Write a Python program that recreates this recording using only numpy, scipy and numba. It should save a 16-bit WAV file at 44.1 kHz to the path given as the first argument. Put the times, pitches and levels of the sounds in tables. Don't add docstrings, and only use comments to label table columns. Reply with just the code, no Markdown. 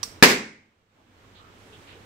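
import sys
import numpy as np
from scipy import signal
from scipy.fft import rfft, irfft
from scipy.io import wavfile
from scipy.ndimage import uniform_filter1d
from numba import njit

SR = 44100
rng = np.random.default_rng(int(sys.argv[2]) if len(sys.argv) > 2 else 0)


def wrap_up_sound(samples):
    columns = np.atleast_2d(samples).T
    tamed = np.clip(columns, -1, 1)
    steps = np.round(tamed * 32767).astype(np.int16)
    wavfile.write(sys.argv[1], SR, steps)


N = 90404
BURST_S = .2252
BACKGROUND_PAN_DB = -2
BIN_HZ = np.arange(N // 2 + 1) * SR / N


def undb(db):
    return 10 ** (np.asarray(db) / 20)


def pan(left_minus_right_db):
    return undb(np.array([[1], [-1]]) * left_minus_right_db / 2)


def curve(points):
    hz, values = np.array(points, float).T
    return np.interp(np.log(np.maximum(BIN_HZ, 1)), np.log(hz), values)


def since(start_s):
    return np.maximum(np.arange(N) / SR - start_s, 0)


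def low_cut(x, hz):
    return signal.sosfilt(signal.butter(2, hz, "high", fs=SR, output="sos"), x)


def noise(bin_gain):
    # frequency_hz, correlation
    likeness = [(60, 0.84), (200, 1), (380, .85), (700, 0.35), (1280, -0.24), (2400, 0.15), (4400, -0.04),
                (8000, 0)]
    # frequency_hz, left_minus_right_db
    balance = [(100, -0.5), (380, -0.54), (700, -0.9), (1300, 0.67), (2400, -0.4), (4400, -6.5), (8000, -3),
               (14000, -1.5)]
    mid, side = rfft(rng.standard_normal((2, N)))
    correlation = np.clip(curve(likeness), -.99, .99)
    stereo = mid * np.sqrt(1 + correlation) + np.array([side, -side]) * np.sqrt(1 - correlation)
    x = irfft(stereo * pan(curve(balance)) * bin_gain, N)
    return x / x.std()


def band(hz, width_hz):
    return noise(np.exp(-2 * ((BIN_HZ - hz) / width_hz) ** 2))


def ring(modes, start_s):
    t = since(start_s)
    return sum(undb(db) * np.sin(2 * np.pi * hz * t) * undb(-60 * t / t60_s) for hz, db, t60_s in modes)


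def swell(start_s, rise_s, t60_s):
    t = since(start_s)
    return (1 - np.exp(-t / rise_s)) * undb(-60 * t / t60_s)


def room_tone():
    # frequency_hz, relative_db
    air_spectrum = [(25, -10.5), (90, -2), (140, -7), (260, -6.5), (430, -7.5), (650, -12), (1300, -12),
                    (3200, -18.5), (4700, -26.5), (8000, -30), (9500, -38.5), (15000, -38)]
    waver_db = .68 * band(0, width_hz=10)[0]
    air = undb(-50 + waver_db) * noise(undb(curve(air_spectrum)))
    hum = undb(-59) * band(97, width_hz=14)
    return (air + hum) * pan(BACKGROUND_PAN_DB)


def trigger():
    # start_s, relative_db
    contacts = [(.0300, -10.5), (.0310, -0.5), (0.0336, -6.5), (0.0355, -8), (0.0376, -7.5)]
    # pitch_hz, relative_db, t60_s
    modes = [(1100, -33, 0.017), (1160, -16, 0.03), (1405, -42, .22), (2075, -37, 0.21), (3150, -38, .05),
             (4540, -5.5, 0.018), (5100, -7, 0.013), (5740, -4.5, 0.02), (8060, -14, 0.0094),
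             (12900, -28, .007)]
    # frequency_hz, relative_db
    wash_spectrum = [(400, -24.5), (1100, -7.5), (3000, -10), (4500, -3), (5600, 4), (6400, -7),
                     (8300, -3.5), (10000, -13), (15000, -14)]
    click = low_cut(sum(undb(db) * ring(modes, start_s) for start_s, db in contacts), hz=910)
    first_s = contacts[0][0]
    snap = undb(-26.5) * swell(first_s, rise_s=.00038, t60_s=.04)
    answer = undb(-36.5) * swell(first_s, rise_s=.0015, t60_s=.36)
    wash = (snap + answer) * noise(undb(curve(wash_spectrum)))
    return undb(-18) * click * pan(-9.5) + wash


def balloon():
    # pitch_hz, relative_db, t60_s
    burst_modes = [(185, -0.5, .06), (240, -0.5, .04), (1748, 8, .018), (2347, 8, .016), (4000, 3, .012)]
    # start_s, level_db, rise_s, t60_s
    clusters = [(.2252, 9, 0.0016, 0.11), (0.2327, 10.5, 0.0016, 0.2), (.285, 7, 0.02, .19)]
    # frequency_hz, relative_db
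    early_spectrum = [(30, -13.5), (90, -14.5), (160, 2), (250, 3.5), (420, 1), (700, -5), (1300, -5.5),
                      (2100, 1), (3200, -8.5), (5000, -6.5), (9000, -19.5), (15000, -23)]
    blast = undb(3) * ring(burst_modes, BURST_S)
    arrivals = sum(undb(db) * swell(start_s, rise_s, t60_s) for start_s, db, rise_s, t60_s in clusters)
    reflections = arrivals * noise(undb(curve(early_spectrum)))
    return low_cut(blast + reflections, hz=130)


def reverberation():
    # frequency_hz, relative_db
    tail_spectrum = [(30, -22), (100, -14), (170, -5), (250, 3.5), (420, -0.5), (650, -6.5), (1200, -4.5),
                     (1750, -1.5), (2450, -2.5), (3000, -9.5), (5200, -9.5), (8000, -13), (9500, -23),
                     (15000, -24.5)]
    # centre_hz, t60_s
    decays = [(100, .6), (250, .48), (700, .44), (1300, .42), (2100, 0.51), (3200, .42), (4800, .42),
              (8000, .38), (13000, 0.24)]
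    # pitch_hz, relative_db, t60_s
    standing_waves = [(216.4, -1, .58), (253.7, 4, .35), (320.7, -5, .46), (404, 5.5, 0.4),
                      (497, -1.5, 0.32), (638, -4, 0.27), (929, -6, 0.39), (1097, -5, 0.32),
                      (1713, -3, 0.29), (2082, -4, 0.55), (2197, -3.5, 0.57), (2238, -4.5, .45),
                      (2442, -4.5, .45)]
    spectrum = rfft(noise(undb(curve(tail_spectrum))))
    tail = 0
    for centre_hz, t60_s in decays:
        band_gain = curve([(hz, hz == centre_hz) for hz, _ in decays])
        tail += irfft(spectrum * band_gain, N) * swell(BURST_S, rise_s=.04, t60_s=t60_s)
    return undb(8) * tail + undb(-7) * ring(standing_waves, BURST_S)


def faint_swells():
    # start_s, length_s, centre_hz, width_hz, level_db
    swells = [(0.962, .1, 694, 700, -51), (1.043, .14, 261, 79.83, -51.5), (1.224, .13, 1090, 200, -60),
              (1.346, 0.093, 3560, 1391, -52), (1.383, .15, 1250, 260, -52.5),
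              (1.52, 0.71, 6400, 7950, -65), (1.62, .2, 442, 44.5, -57.5), (1.721, 0.064, 3200, 1010, -52),
              (1.869, 0.12, 2600, 2420, -50), (1.929, 0.13, 440, 110, -52)]
    out = 0
    for start_s, length_s, centre_hz, width_hz, db in swells:
        progress = np.minimum(since(start_s) / length_s, 1)
        out += undb(db) * np.sin(np.pi * progress ** .52) * band(centre_hz, width_hz)
    return out * pan(BACKGROUND_PAN_DB)


def scene():
    return trigger() + balloon() + reverberation() + room_tone() + faint_swells()


@njit
def duck(wanted_db, attack_s, hold_s, release_s):
    out = np.empty(len(wanted_db))
    cut_db, hold_samples = 0., 0.
    for i in range(len(wanted_db)):
        if wanted_db[i] > cut_db:
            cut_db += (wanted_db[i] - cut_db) / (attack_s * SR)
            hold_samples = hold_s * SR
        elif hold_samples > 0:
            hold_samples -= 1
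        else:
            cut_db -= cut_db / (release_s * SR)
        out[i] = cut_db
    return out


def record(dry):
    threshold_db, max_cut_db, top_hz = -14, 17.5, 15600
    power = uniform_filter1d(np.mean(dry ** 2, axis=0), size=256)
    level_db = 10 * np.log10(np.maximum(power, 1e-12))
    wanted_db = np.clip(2 * (level_db - threshold_db), 0, max_cut_db)
    ducked = dry * undb(-duck(wanted_db, attack_s=.011, hold_s=.54, release_s=.34))
    saturated = .99 * ducked / (1 + ducked ** 4) ** .25
    top_cut = signal.ellip(8, .2, 55, top_hz, fs=SR, output="sos")
    return np.clip(signal.sosfilt(top_cut, saturated), -1, 1)


dry = scene()
out = record(dry)
wrap_up_sound(out)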